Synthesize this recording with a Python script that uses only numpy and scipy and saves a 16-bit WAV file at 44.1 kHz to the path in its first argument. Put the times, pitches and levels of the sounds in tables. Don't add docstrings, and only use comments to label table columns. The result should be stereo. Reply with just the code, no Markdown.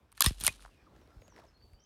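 import sys
import numpy as np
from scipy import signal
from scipy.fft import rfft, irfft, next_fast_len
from scipy.io import wavfile
from scipy.ndimage import uniform_filter1d, map_coordinates

SR = 44100
rng = np.random.default_rng(int(sys.argv[2]) if len(sys.argv) > 2 else 0)


def to_linear_factor(level_db):
    exponent = np.asarray(level_db, float) / 20
    return 10 ** exponent


def file_out(sig):
    cols = np.atleast_2d(sig).T
    lim = np.clip(cols, -1, 1)
    pcm = np.round(lim * 32767).astype(np.int16)
    wavfile.write(sys.argv[1], SR, pcm)


N = 81585

# [f/Hz, correlation]
LIKENESS = [(60, 0.21), (380, 0.6), (2380, 0.027), (15000, 0.034)]


def unit(x):
    return x / np.sqrt(np.mean(x ** 2) + 1e-20)


def along(points, hz):
    f, v = np.transpose(points)
    return np.interp(np.log(hz + 1), np.log(f + 1), v)


def level(rows):
    s, db = np.transpose(rows)
    return to_linear_factor(np.interp(np.arange(N) / SR, s, db, left=-120, right=-120))


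def wobble(rate_hz):
    knots = rng.standard_normal(int(N * rate_hz / SR) + 4)
    return map_coordinates(knots, [np.arange(N) * rate_hz / SR])


def filtered(x, response):
    m = next_fast_len(N + SR // 2)
    f = np.fft.rfftfreq(m, 1 / SR) + 1e-3
    return irfft(rfft(x, m) * response(f), m)[..., :N]


def add(track, s, x):
    part = track[..., round(s * SR):][..., :x.shape[-1]]
    part += x[..., :part.shape[-1]]


def peak(f, hz, width_hz):
    return 1j * f * width_hz / (hz * hz - f * f + 1j * f * width_hz)


def rush(spectrum, alike):
    def mid_side(f):
        angle = np.arccos(np.clip(along(alike, f), -1, 1)) / 2
        return to_linear_factor(along(spectrum, f)) * [np.cos(angle), np.sin(angle)]

    mid, side = filtered(rng.standard_normal((2, N)), mid_side)
    return unit(np.array([mid + side, mid - side]))


def patchy(x, depth_db):
    z = signal.stft(x, nperseg=512)[2]
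    field = uniform_filter1d(rng.standard_normal(z.shape[1:]), size=9, axis=0)
    field = uniform_filter1d(field, size=12, axis=1)
    return unit(signal.istft(z * to_linear_factor(depth_db * unit(field)), nperseg=512)[1][:, :N])


def wind():
    # [t/s, level/dB]
    gusts = [(0, -69.5), (.7, -70.5), (.92, -70.5), (1.0, -65.5), (1.6, -73.5), (1.74, -66.5), (1.85, -75)]
    # [f/Hz, level/dB]
    rumble_spectrum = [(20, -13.5), (50, 1.5), (130, -12), (260, -44)]
    # [t/s, level/dB]
    air = [(0, -73), (.55, -71), (.85, -67.5), (1.1, -67.5), (1.5, -70.5), (1.6, -72), (1.85, -73)]
    # [f/Hz, level/dB]
    leaf_spectrum = [(59, -34), (100, 0), (302, -1.5), (1500, -13.5), (3600, -19.5), (5500, -24),
                     (16000, -48.5)]
    rumble = to_linear_factor(1.0 + 2.7 * wobble(11)) * level(gusts) * rush(rumble_spectrum, [(50, 1.0)])
    leaves = patchy(rush(leaf_spectrum, LIKENESS), depth_db=2.0)
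    return rumble + to_linear_factor(3.5 + 0.72 * wobble(25)) * level(air) * leaves


def trees(x, t60_s):
    t = np.arange(SR // 2) / SR
    tail = rng.standard_normal((2, len(t))) * to_linear_factor(-60 * t / t60_s) * (t > .012)
    tail = uniform_filter1d(tail, size=5)
    return signal.fftconvolve(x[None], tail / np.linalg.norm(tail[0]), axes=1)[:, :N]


def birds():
    # [t/s, length/s, start f/Hz, end f/Hz, level/dB]
    notes_sung = [(1.091, 0.041, 1390, 1360, -71), (1.207, 0.061, 6570, 6660, -72),
                  (1.275, .095, 7750, 5400, -70), (1.466, 0.0309, 6500, 5100, -72),
                  (1.531, 0.044, 4305, 4300, -72), (1.59, 0.078, 4680, 4520, -68),
                  (1.71, 0.0714, 4440, 4652, -73.5), (1.796, 0.066, 5230, 6200, -69),
                  (1.84, 0.048, 5050, 5113, -74), (1.755, 0.11, 2900, 3150, -78.5),
                  (0.924, .06, 1330, 1377, -74.5), (1.09, 0.11, 4700, 5300, -81.5),
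                  (1.005, .04, 6300, 5500, -79.5), (.70, .11, 3000, 2400, -76)]
    glide, wet_db = 4.2, -2
    out = np.zeros(N)
    for s, length_s, from_hz, to_hz, db in notes_sung:
        u = np.arange(round(length_s * SR)) / (length_s * SR)
        jitter_hz = 14 * unit(uniform_filter1d(rng.standard_normal(len(u)), size=150))
        hz = to_hz + (from_hz - to_hz) * np.exp(-glide * u) + jitter_hz
        flutter = to_linear_factor(5 * unit(uniform_filter1d(rng.standard_normal(SR // 5), size=200))[:len(u)])
        whistle = np.sin(2 * np.pi * np.cumsum(hz) / SR)
        add(out, s, 0.73 * to_linear_factor(db) * np.sin(np.pi * u) ** 0.12 * flutter * whistle)
    return out * to_linear_factor([[1.5], [-1.5]]) + to_linear_factor(wet_db) * trees(out, 0.19)


def squeaks():
    # [t/s, length/s, start f/Hz, end f/Hz, level/dB]
    slips = [
        (.864, 0.0243, 1376, 907, -61.5),
        (1.415, 0.039, 1430, 583, -60.5),
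    ]
    out = np.zeros(N)
    for s, length_s, from_hz, to_hz, db in slips:
        u = np.arange(round(length_s * SR)) / (length_s * SR)
        hz = from_hz * (to_hz / from_hz) ** u
        add(out, s, to_linear_factor(db) * np.sin(np.pi * u) ** .5 * np.sin(2 * np.pi * np.cumsum(hz) / SR))
    return out * to_linear_factor(3 * wobble(300))


def fingers():
    # [t/s, peak level/dB, f/Hz, snap level/dB]
    ticks = [(0.594, -47.5, 1400, -18), (.606, -54, 1080, 1), (0.6246, -50.5, 1100, -4),
             (.6238, -48, 2170, -25), (0.6388, -51, 1160, -25), (0.6497, -37, 1420, -35),
             (0.6492, -43.5, 725, -22), (0.66, -40.5, 1000, -13), (0.678, -49, 1300, -15),
             (.69, -53.5, 1100, -18), (1.014, -54, 400, -8), (1.075, -51, 400, -6.5),
             (1.104, -60, 1300, -4), (1.182, -57.5, 1500, -11), (1.218, -45, 520, -8),
             (1.221, -47.5, 2300, -23), (1.28, -48, 590, -3.5), (1.322, -48.5, 974, -32),
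             (1.363, -44, 1810, -15.5), (1.38, -42.5, 1890, -21.5), (1.388, -41.5, 648, -18),
             (1.397, -53, 740, -2.5), (1.439, -49, 710, -14), (1.576, -65, 1500, -1),
             (1.614, -57.5, 2000, -9.5), (1.734, -57, 3000, 0.5)]
    # [t/s, level/dB]
    rub = [(.95, -71), (1.1, -75.5), (1.3, -73), (1.355, -68.5), (1.375, -54.5), (1.41, -62), (1.55, -80.5)]
    # [f/Hz, level/dB]
    rub_spectrum = [(180, -28.5), (300, -3.5), (1850, -11), (2210, -20.5), (5260, -21), (15000, -41)]
    tap_cycles, tap_db, snap_t60_s = 2.8, 2, .006
    out, t = np.zeros((2, N)), np.arange(SR // 40) / SR
    for s, db, hz, snap_db in ticks:
        tap = np.exp(-t * hz / tap_cycles * 2) * np.sin(2 * np.pi * hz * t)
        tap = tap * to_linear_factor(tap_db) * (1 - np.exp(-t * hz * 2))
        snap = uniform_filter1d(rng.standard_normal((2, len(t))), size=6)
        snap = snap * to_linear_factor(snap_db + 12 - 60 * t / snap_t60_s)
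        add(out, s, to_linear_factor(db) * (tap * to_linear_factor([[1.5], [-1.5]]) + snap))
    return out + to_linear_factor(4 * wobble(250)) * level(rub) * rush(rub_spectrum, LIKENESS)


def thuds():
    # [t/s, level/dB, cutoff f/Hz]
    jolts = [
        (.244, -34.5, 149),
        (0.2619, -14.5, 125),
        (0.3061, -27.5, 212),
        (0.408, -40, 246),
        (0.426, -39.5, 208),
        (.437, -36, 252.4),
        (0.478, -33.5, 200),
        (.500, -43, 300),
        (1.158, -40.5, 58.5),
        (1.72, -46, 59.9),
    ]
    # [t/s, level/dB]
    tremor = [(.3, -55.5), (.34, -48), (.42, -43.5), (.47, -61), (.56, -57), (.65, -54), (.75, -80)]
    tremor_hz, lead_rad = 47, .1
    out, freq_hz = np.zeros(N), np.fft.rfftfreq(4096, 1 / SR)
    for s, db, hz in jolts:
        push = irfft(1 / (1 + 1j * freq_hz / hz) ** 2.45)[:2048]
        add(out, s, -to_linear_factor(db) * push / push.max())
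    shake = np.sin(2 * np.pi * np.cumsum(tremor_hz + 4.2 * wobble(6.5)) / SR)
    out = out + level(tremor) * shake
    return filtered(out, lambda f: np.exp([[1j * lead_rad], [-1j * lead_rad]]) + 0 * f)


def scrape():
    # [t/s, level/dB]
    sliding = [(.15, -67), (.21, -54), (.231, -49), (.242, -26.5), (.266, -32.5), (.29, -42.5),
               (.35, -61.5), (.396, -57), (.408, -46), (.434, -40.5), (.441, -42), (.471, -26),
               (.4735, -52.5), (.485, -41.5), (.53, -56.5), (.59, -64.5), (.62, -61), (.78, -81)]
    # [f/Hz, level/dB]
    rails = [(350, -43), (600, -11.5), (3690, 0), (5830, -4.5), (9090, -2), (15000, -23.5), (16500, -24.5)]
    grit_per_s, grit_db, grit_spread_db = 800, -0.5, -5.5
    draw = rng.random((2, N))
    grit = (draw[0] < grit_per_s / SR) * to_linear_factor(-grit_spread_db * np.log(draw[1]))
    rough = 1 + to_linear_factor(grit_db) * unit(uniform_filter1d(grit, size=12))
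    drive = rng.standard_normal((2, N)) * rough * to_linear_factor(2.5 * wobble(200))
    return level(sliding) * unit(filtered(drive, lambda f: to_linear_factor(along(rails, f))))


def rings():
    # [t/s, f/Hz, level/dB, t60/s]
    modes = [(.1765, 4330, -48, 0.017), (.1765, 1760, -47.5, 0.045), (.2062, 1060, -14.5, 0.018),
             (.2068, 4800, -18, 0.018), (.2075, 3355, -25, 0.036), (.2178, 3426, -22, 0.027),
             (.2216, 1680, -15.5, 0.014), (.222, 4200, -11, 0.009), (.2218, 8090, -10.5, .004),
             (.2428, 1105, -26, 0.038), (.2428, 3230, -26, 0.028), (.247, 3820, -27.5, 0.023),
             (.2618, 3600, -11, 0.013), (.261, 1846, -12, .013), (.2612, 1150, -23, 0.023),
             (.2622, 5230, -25, 0.065), (.2645, 8850, -26.5, .045), (.2735, 1940, -29, 0.049),
             (.2745, 3670, -30, .022), (.4374, 4620, -30.5, 0.0072), (.4376, 9560, -19, 0.01),
             (.4462, 1486, -31, 0.023), (.4662, 9630, -8, 0.0071), (.4665, 5000, -22.5, 0.0086),
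             (.4782, 2108, -13.5, 0.035), (.478, 1140, -25.5, 0.0045), (.4775, 595, -22.5, 0.012),
             (.478, 4985, -15, 0.0075), (.488, 2490, -32, 0.058)]
    out, t = np.zeros((2, N)), np.arange(SR // 5) / SR
    for s, hz, db, t60_s in modes:
        drift_rad = np.cumsum(rng.normal(0, .07, (2, len(t))), axis=1)
        onset = (1 - np.exp(-t * hz * 1.04)) ** 2
        add(out, s, to_linear_factor(db - 60 * t / t60_s) * np.sin(2 * np.pi * hz * t + drift_rad) * onset)
    return out


def contacts():
    times_s = [.1182, .1252, .172, .1763, .2064, .2173, .2214, .2422, .2455, .2606, .262, .2745, .2844,
               .4005, .409, .4372, .4442, .4472, .4575, .4659, .4695, .4778, .624]
    # [peak level/dB, frame modes/dB, slide modes/dB, chatter length/ms]
    strengths = [(-49, -8, -6, 2.9), (-48.5, -0.5, -17.5, 2.6), (-44, -20.5, -10, 3.3), (-43, -2, -5, 6.6),
                 (-4.5, -19.5, -12.5, 3.5), (-13.5, -14.5, -6, 2.7), (-8, -17.5, -5.5, 1.8),
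                 (-16.5, -21.5, -13, 6), (-22.5, -13, -7, 3), (-7.5, -21, -7, 2.7), (-15.5, -13, -2, 1.5),
                 (-35, -9, -3, 1.6), (-24, -18.5, -6, 1.5), (-32.5, -18, -11, 2.3), (-27.5, -21, -12.5, 9),
                 (-18.5, -17.5, -20, 1.6), (-29, -12.5, -11.5, 1.5), (-17.5, -23, -13, 4.4),
                 (-21, -15, -12, 3.8), (-6.5, -21, -12.5, 1.3), (-22.5, -9.5, -8, 0.99),
                 (-9, -12, -1.5, 1.1), (-54.5, -13, -10, 4)]
    # [f/Hz, width/Hz, level/dB]
    steel = [(1130, 140, -3), (1670, 190, -3), (2090, 88, -4), (3750, 260, -1), (4170, 88, -2),
             (5280, 37, -3), (9000, 150, 0), (10100, 90, -3)]
    widen, min_width_hz, broad_db = 1.3, 300, -7.5
    rise_s, top_s, spike, blow = .0003, .004, 2.3, 8.3
    t, size = np.arange(1024) / SR, 2048
    f, out = np.fft.rfftfreq(size, 1 / SR), np.zeros((2, N))
    frame = 1 / (1 + (f / 2700) ** 8)
    parts = 1 / (1 + (6500 / (f + 1)) ** 8)
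    ends = to_linear_factor(along([(420, -29.5), (850, -5), (12500, 3.0), (17000, -13)], f))
    for s, (db, frame_db, slide_db, length_ms) in zip(times_s, strengths):
        shape = np.minimum(np.exp((t - top_s) / rise_s), np.exp((top_s - t) * 2000 / length_ms))
        chatter = rng.standard_normal((2, len(t))) * (shape + spike * shape ** 4)
        chatter[0, round(top_s * SR)] += blow
        scatter_db = rng.normal(0, 2, len(steel))
        body = to_linear_factor(broad_db)
        for k, (hz, width_hz, mode_db) in enumerate(steel):
            mode = peak(f, hz, max(widen * width_hz, min_width_hz))
            body = body + (-1) ** k * to_linear_factor(mode_db + scatter_db[k]) * mode
        for share, part_db in (frame, frame_db), (1 - frame - parts, slide_db), (parts, 0):
            hit = irfft(rfft(chatter, size) * body * ends * share, size)
            add(out, s - .0035, to_linear_factor(db + part_db) * hit / np.abs(hit[0]).max())
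    return out


def ports(x):
    # [f/Hz, phase/rad]
    lead = [(0, 0), (1000, .6), (1700, .9), (2300, 4.7), (3500, 7.9), (5000, 8), (8100, 8.7), (11000, 6.4),
            (13600, 5.2), (16000, 4)]
    # [f/Hz, level/dB]
    lean = [(300, -1), (1000, 3.5), (2400, 1), (5000, 6.5), (9000, 5.5), (15000, -4.5)]
    spread = .3
    pair = np.array([x[0] + spread * x[1], x[0] - spread * x[1]])
    side = np.array([[.5], [-.5]])

    def response(f):
        phase_rad = np.interp(f, *np.transpose(lead))
        return to_linear_factor(side * along(lean, f)) * np.exp(1j * side * phase_rad)

    return filtered(pair, response)


def scene():
    gun = contacts()
    forest = wind() + birds() + to_linear_factor(-29) * trees(gun[0], t60_s=.33)
    hand = squeaks() + fingers() + thuds()
    return forest + hand + ports(gun + rings() + scrape())


def roll_off(x):
    return signal.sosfilt(signal.butter(12, 17040, fs=SR, output="sos"), x)


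def record(dry):
    lag_cycles, low_hz, low_q = 1.2, 51.6, 1.215

    def phone(f):
        late = np.exp(-2j * np.pi * lag_cycles * np.log(1 + f / 30) + 2j * np.pi * f * lag_cycles / 20000)
        low_cut = -f * f / (low_hz ** 2 - f * f + 1j * f * low_hz / low_q)
        return late * low_cut * (f < 17040) / (1 + (f / 16300) ** 24)

    return roll_off(filtered(dry, phone))


dry = scene()
out = record(dry)
file_out(out)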